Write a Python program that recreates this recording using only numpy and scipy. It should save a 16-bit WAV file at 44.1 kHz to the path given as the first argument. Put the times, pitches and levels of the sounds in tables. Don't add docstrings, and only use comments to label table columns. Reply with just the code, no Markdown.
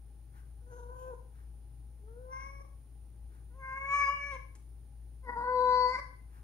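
import sys
import numpy as np
from scipy import signal
from scipy.fft import rfft, irfft, next_fast_len
from scipy.io import wavfile
from scipy.ndimage import map_coordinates

SR = 44100
rng = np.random.default_rng(int(sys.argv[2]) if len(sys.argv) > 2 else 0)


def file_out(sig):
    cols = np.atleast_2d(sig).T
    lim = np.clip(cols, -1, 1)
    pcm = np.round(lim * 32767).astype(np.int16)
    wavfile.write(sys.argv[1], SR, pcm)


N = 283563


def amp(db):
    return 10 ** (np.asarray(db) / 20)


def unit(x):
    return x / np.sqrt(np.mean(x ** 2) + 1e-20)


def along(points, hz):
    f, v = np.transpose(points)
    return np.interp(np.log(hz + 1), np.log(f + 1), v)


def curves(rows, t):
    s, *columns = np.transpose(rows)
    return [np.interp(t, s, column) for column in columns]


def wobble(rate, size):
    knots = rng.standard_normal(8192)
    return map_coordinates(knots, [np.arange(size) * rate / SR], mode="wrap")


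def filtered(x, response):
    size = x.shape[-1]
    padded = next_fast_len(size + 8192)
    spectrum = rfft(x, padded) * response(np.fft.rfftfreq(padded, 1 / SR))
    return irfft(spectrum, padded)[..., :size]


def noise(colour, size):
    return unit(filtered(rng.standard_normal(size), lambda hz: amp(along(colour, hz))))


def pan(left_db):
    return amp(np.array([[left_db], [-left_db]]) / 2)


def resonance(hz, centre_hz, width_hz):
    return 1 / (1 + ((hz - centre_hz) / width_hz) ** 2)


# (frequency [Hz], relative density [dB per Hz])
AIR_COLOUR = [(20, -6), (40, -10.5), (75, 5), (130, 3.5), (165, -6), (350, -11), (550, -19.5), (800, -24),
              (1200, -28), (3000, -33.5), (6800, -35), (8000, -41.5), (11000, -33), (15500, -33)]
# (frequency [Hz], likeness [0-1])
AIR_LIKENESS = [(50, 0.8), (300, 0.83), (900, 0.37), (2500, 0.6), (8000, 0.017)]
# (frequency [Hz], left minus right [dB])
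AIR_LEAN = [(50, 2), (300, 8), (1000, 8), (2500, -2), (8000, 1)]


def background(level_db=-62):
    shared, opposed = noise(AIR_COLOUR, N), noise(AIR_COLOUR, N)

    def angle(hz):
        return np.arccos(np.clip(along(AIR_LIKENESS, hz), -1, 1)) / 2

    def lean(hz):
        return amp(np.outer([.5, -.5], along(AIR_LEAN, hz)))

    mid = filtered(shared, lambda hz: np.cos(angle(hz)))
    side = filtered(opposed, lambda hz: np.sin(angle(hz)))
    return amp(level_db) * filtered(np.array([mid + side, mid - side]), lean)


def microphone_hiss(level_db=-75.5, centre_hz=9530, half_width_hz=520):
    def band(hz):
        return 1 / (1 + np.abs((hz - centre_hz) / half_width_hz) ** 10)

    hiss = unit(filtered(rng.standard_normal((2, N)), band))
    return amp(level_db) * hiss * pan(left_db=-6.5)


# (frequency [Hz], rms level [dB])
MOTOR_TONES = [(56.5, -49.5), (59.2, -86), (112.6, -78.5), (121.5, -66)]
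# (centre [Hz], width [Hz], rms level [dB])
DUCT_AIR = [(816.4, 73, -81.5)]


def motor(drift=0.69, waver_db=1.95):
    t = np.arange(N) / SR
    out = np.zeros(N)
    lowest_hz = MOTOR_TONES[0][0]
    for hz, db in MOTOR_TONES:
        level = amp(db + waver_db * wobble(12, N))
        phase = 2 * np.pi * hz * t + drift * hz / lowest_hz * wobble(3.9, N)
        out += np.sqrt(2) * level * np.sin(phase)
    for hz, width, db in DUCT_AIR:
        rush = filtered(rng.standard_normal(N), lambda f: resonance(f, hz, width / 2))
        out += amp(db) * unit(rush)
    return out * pan(left_db=4.5)


# (frequency [Hz], time to fall 60 dB [s])
ROOM_DECAY = [(200, 0.22), (500, 0.41), (1000, 0.42), (2200, 0.44), (5000, 0.44), (12000, .25)]


def room(x, wet_db=-7, delay=0.016):
    hz, t, grains = signal.stft(rng.standard_normal((2, SR)), SR, nperseg=256)
    decay = amp(-60 * t / along(ROOM_DECAY, hz)[:, None])
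    tail = signal.istft(grains * decay, SR, nperseg=256)[1]
    tail *= np.clip(np.arange(tail.shape[1]) / SR / delay - 1, 0, 1)
    strength = np.sqrt(np.mean(np.abs(rfft(tail, SR)[:, 400:3000]) ** 2))
    return amp(wet_db) * signal.fftconvolve(x[None], tail / strength, axes=1)[:, :N]


# (frequency [Hz], left minus right [dB], phase by which the left leads [rad])
FROM_MAT = [(493, 4, -5.5), (1050, 3.5, 3.16), (2130, 6, 1.15), (5960, 4.5, 1.87), (11000, -13, 1)]
FROM_TURN = [(550, 3.5, 1), (1110, 2.5, .5), (1720, 0.5, 1.76), (2240, 6, 2), (4500, 6.5, 1.5),
             (11000, -10, 1.1)]
FROM_DOOR = [(500, 7.5, 0.46), (1000, 4.5, 0.6), (1930, 3, 2.2), (4300, 6, -2.6), (11000, 1, 1.7)]


def heard_from(x, place):
    hz, lean_db, lead = np.transpose(place)
    sides = np.array([[.5], [-.5]])

    def response(f):
        level = amp(sides * along(np.c_[hz, lean_db], f))
        return level * np.exp(1j * sides * along(np.c_[hz, lead], f))

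    return filtered(x, response)


# (time [s], level before the gain [dB])
TICK_TIMES = [(4.5518, -48.5)]
# (frequency [Hz], relative level [dB])
TICK_SPECTRUM = [(1500, 6.5), (3200, -4), (4500, -3.5), (7000, 4), (9500, 3), (11500, -13), (15000, -21.5)]


def tick(gain_db=-10, t60=0.082):
    t = np.arange(N) / SR
    decay = sum((t >= s) * amp(db + gain_db - 60 * np.abs(t - s) / t60) for s, db in TICK_TIMES)
    return decay * noise(TICK_SPECTRUM, N)


# (time of the middle [s], level there [dB], half length [s])
SNIFF_TIMES = [(0.378, -66.5, 0.029), (1.391, -72, 0.04), (3.351, -72, 0.037), (6.363, -68, 0.035)]
# (frequency [Hz], relative level [dB])
SNIFF_SPECTRUM = [(500, -20), (1000, -3), (1500, -0.5), (2200, -12), (3500, -21.5), (6000, -21),
                  (9000, -28), (15000, -24)]


def sniffs():
    t = np.arange(N) / SR
    swell = sum(amp(db) * np.exp(-.5 * ((t - s) / half) ** 2) for s, db, half in SNIFF_TIMES)
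    return swell * noise(SNIFF_SPECTRUM, N)


# (hoarse onset [s], roughness then [0-1], roughness when clear [0-1],
# cracked end [s], roughness then [0-1])
CALL_STRAIN = [(.31, .62, .2, .04, .45), (.1, .4, .2, .05, .65), (.25, .26, .13, .03, .55),
               (.19, .62, .095, .07, .65)]


def strain(t, start, end, call, clear_s=.02, crack_s=.015):
    hoarse_for, hoarse, clear, cracked_for, cracked = CALL_STRAIN[call]
    onset = .5 - .5 * np.tanh((t - start - hoarse_for) / clear_s / 2)
    ending = .5 + .5 * np.tanh((t - end + cracked_for) / crack_s / 2)
    return np.clip(clear + (hoarse - clear) * onset + (cracked - clear) * ending, 0, 1)


def vocal_phase(t, pitch, rough, tremor=.028, jitter=.028):
    unsteady = tremor * wobble(55, len(t)) + jitter * wobble(420, len(t))
    return 2 * np.pi * np.cumsum(pitch * (1 + rough * unsteady)) / SR


def overtones(phase, orders, weights):
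    return np.sqrt(2) * np.sum(weights * np.sin(orders * phase), 0) / np.linalg.norm(weights, axis=0)


# (time [s], treble peak [dB], rise [dB/s], fall [dB/s])
EFFORT_PUSHES = [(.74, -73, 250, 90), (1.0, -72, 193, 84), (2.33, -69.5, 600, 43), (2.41, -69, 213, 87),
                 (3.7, -72, 151, 8), (3.95, -53.5, 222.5, 34.5), (4.08, -53.5, 144, 80),
                 (4.351, -61.5, 302, 197), (5.59, -55.5, 167.5, 37.5), (5.82, -45.5, 64.5, 92)]


def treble_db(t):
    slopes = [db - np.maximum(rise * (s - t), fall * (t - s))
              for s, db, rise, fall in EFFORT_PUSHES if t[0] < s < t[-1]]
    return np.max(slopes, 0)


# (time of the turn [s], half length [s], resting centre [Hz], centre at the turn [Hz], boost then [dB])
TONGUE_SWINGS = [(.9, .2, 6600, 6640, 10), (2.45, .2, 5700, 5600, 12), (3.821, 0.21, 6270, 6775, 9.5),
                 (5.66, 0.18, 5234, 4040, 31.5)]


def tongue(t, call, rest_db=5):
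    turn_s, half_s, rest_hz, turn_hz, boost_db = TONGUE_SWINGS[call]
    swing = np.exp(-.5 * ((t - turn_s) / half_s) ** 2)
    return rest_hz + (turn_hz - rest_hz) * swing, rest_db + (boost_db - rest_db) * swing


# (growl relative to the fundamental [dB],
# flutter depth [ratio], rasp depth [ratio], shimmer depth [ratio])
CALL_GRAIN = [(-20, .33, .25, .6), (-22, .26, .27, .55), (-9, .25, .09, .7), (-4, .32, .13, .6)]
CALL_BREATH = [1, .5, .11, .035]


def yowl(call, vowel, melody, edge_colour, gain_db, width_hz, flutter_hz=125, beam_db=4.5, fade=0.037,
         air_hz=3800, air_per_rough=1.1):
    start, end = vowel[0][0], vowel[-1][0]
    span = np.arange(int((start - .05) * SR), int((end + .05) * SR))
    t, size = span / SR, len(span)
    pitch, = curves(melody, t)
    root_db, octave_db, mouth_db, mouth_hz = curves(vowel, t)
    rough = strain(t, start, end, call)
    growl_db, flutter, rasp, shimmer = CALL_GRAIN[call]
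    ring_hz, ring_db = tongue(t, call)
    phase = vocal_phase(t, pitch, rough)
    voice = np.sqrt(2) * (amp(root_db) * np.sin(phase) + amp(octave_db) * np.cos(2 * phase))

    middle = np.arange(3, 5)[:, None]
    mouth_weights = resonance(middle * pitch, mouth_hz, width_hz) ** 4
    voice += amp(mouth_db) * overtones(phase, middle, mouth_weights)

    sidebands = flutter * rough * np.sin(2 * np.pi * flutter_hz * t + 2 * wobble(30, size))
    voice *= 1 + sidebands + rasp * np.sqrt(rough) * wobble(520, size)

    voice += amp(root_db + growl_db) * rough * np.sin(phase / 2 + 2 * wobble(90, size))

    high = np.arange(5, 28)[:, None]
    high_hz = high * pitch
    boost = 1 + (amp(ring_db) - 1) * resonance(high_hz, ring_hz, width_hz=330) ** 2
    beaming = amp(beam_db * np.array([wobble(8.8, size) for _ in high]))
    weights = beaming * boost * amp(along(edge_colour, high_hz))

    breath = CALL_BREATH[call] + air_per_rough * (rough - rough.min())
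    air = np.clip(breath * high_hz / air_hz, 0, 1)
    scatter = np.array([2.13 * wobble(330, size) for _ in high])
    waves = np.sqrt(1 - air) * np.sin(high * phase) + np.sqrt(air) * np.sin(high * phase + scatter)
    edge = np.sqrt(2) * np.sum(weights * waves, 0) / np.linalg.norm(weights, axis=0)
    voice += amp(treble_db(t)) * edge

    gate = np.clip(1 + np.minimum(t - start, end - t) / fade, 0, 1) ** 2
    shimmering = 1 + shimmer * rough * wobble(74.54, size)
    out = np.zeros(N)
    out[span] = amp(gain_db) * gate * voice * shimmering
    return out


# (frequency [Hz], relative level [dB])
MOAN_VOWEL = [(0.63, -71.5, -84, -86, 1360), (0.732, -55.5, -61.5, -64, 1540),
              (0.81, -59, -61.5, -70, 1360), (0.968, -55, -54, -68, 1450),
              (1.074, -49.5, -52.5, -61.5, 1510), (1.138, -46, -53, -66.5, 1457),
              (1.15, -90, -70, -80, 1470)]
MOAN_MELODY = [(0.66, 487.0), (0.766, 492.4), (0.772, 519), (0.808, 487.5), (1.094, 519.3), (1.135, 472)]
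MOAN_TREBLE = [(2500, -7.5), (3500, -7.5), (5000, -9), (6500, -4.5), (8000, -12), (11000, -8), (15000, -16)]


def moan():
    return yowl(0, MOAN_VOWEL, MOAN_MELODY, MOAN_TREBLE, gain_db=0.33, width_hz=490)


MEW_VOWEL = [(2.02, -70, -93, -91, 1550), (2.056, -65, -81, -101, 1300), (2.078, -63, -77, -74, 1250),
             (2.234, -52, -75, -77, 1440), (2.294, -57.5, -59, -75, 1630), (2.334, -61.5, -45, -55, 1780),
             (2.456, -67, -55, -56.5, 2040), (2.64, -63.5, -63, -76, 1990)]
MEW_MELODY = [(2.03, 408.7), (2.088, 440), (2.102, 448.6), (2.196, 500), (2.466, 548), (2.63, 562.5)]  # (time [s], pitch [Hz])
MEW_TREBLE = [(2700, 0.5), (3300, -8), (4300, -12), (5000, -12), (5500, 9), (6100, 3), (6800, -24),
              (11000, -30), (15000, -37.5)]


def mew():
    return yowl(1, MEW_VOWEL, MEW_MELODY, MEW_TREBLE, gain_db=2.4, width_hz=580)


CRY_VOWEL = [(3.52, -73.5, -79, -76, 1410), (3.576, -65.5, -64.5, -82.5, 1570),
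             (3.638, -63.5, -49.5, -47, 1740), (3.752, -64, -44, -44.5, 1790),
             (3.866, -53.5, -45, -43.5, 2230), (3.944, -56.5, -29, -34.5, 2240),
             (4.048, -55.5, -39, -32, 2250), (4.096, -49.5, -26.5, -43.5, 2170),
             (4.164, -62, -68, -40, 2270), (4.306, -58, -48.5, -44, 2210), (4.36, -50, -46.5, -55.5, 2200)]
CRY_MELODY = [(3.53, 485), (3.56, 532), (3.582, 531.3), (3.718, 528.4), (3.96, 569), (4.03, 565.2),
              (4.084, 557.9), (4.132, 571.3), (4.312, 562.6), (4.36, 519)]
CRY_TREBLE = [(2600, 15), (2800, 13.5), (2900, 19), (3400, -7), (4000, -1.5), (4500, -7), (5100, 5),
              (6300, 7.5), (6900, -5.5), (7400, -32.5), (8600, -5.5), (10000, -17.5), (10900, -3),
              (12000, -27.5), (14000, -19), (15500, -27)]


def cry():
    return yowl(2, CRY_VOWEL, CRY_MELODY, CRY_TREBLE, gain_db=0.9, width_hz=1130)


WAIL_VOWEL = [(5.255, -59.5, -57, -63.5, 1877), (5.295, -49.5, -42.5, -43.5, 1900),
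              (5.337, -54.5, -40.5, -54, 1536), (5.495, -39, -32, -40, 1480),
              (5.601, -33, -28.5, -49, 1526), (5.699, -36, -25, -43, 1588), (5.865, -38, -25, -45.5, 1875),
              (5.957, -53, -42.5, -37, 1970), (6.0, -52.5, -46, -56, 1862)]
WAIL_MELODY = [(5.255, 531.6), (5.291, 471.7), (5.303, 488.0), (5.329, 465.3), (5.481, 501.1),
               (5.893, 499.3), (5.981, 531.1), (6.0, 564.8)]
WAIL_TREBLE = [(2400, -13), (2900, -16), (3400, -19), (4000, -4), (4550, 2), (5050, -5), (6000, -2),
               (6500, -12), (7100, -7), (8000, -21), (10000, -11), (11500, -23), (13700, -18), (15500, -28)]


def wail():
    return yowl(3, WAIL_VOWEL, WAIL_MELODY, WAIL_TREBLE, gain_db=-0.8, width_hz=830)


def scene():
    on_mat = moan() + mew() + sniffs() + tick()
    turning = cry()
    at_door = wail()
    direct = heard_from(on_mat, FROM_MAT) + heard_from(turning, FROM_TURN) + heard_from(at_door, FROM_DOOR)
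    ringing = room(on_mat + turning + at_door) * pan(left_db=5.5)
    return direct + ringing + motor() + background() + microphone_hiss()


def record(dry, top_hz=15750):
    return filtered(dry, lambda hz: hz < top_hz)


dry = scene()
out = record(dry)
file_out(out)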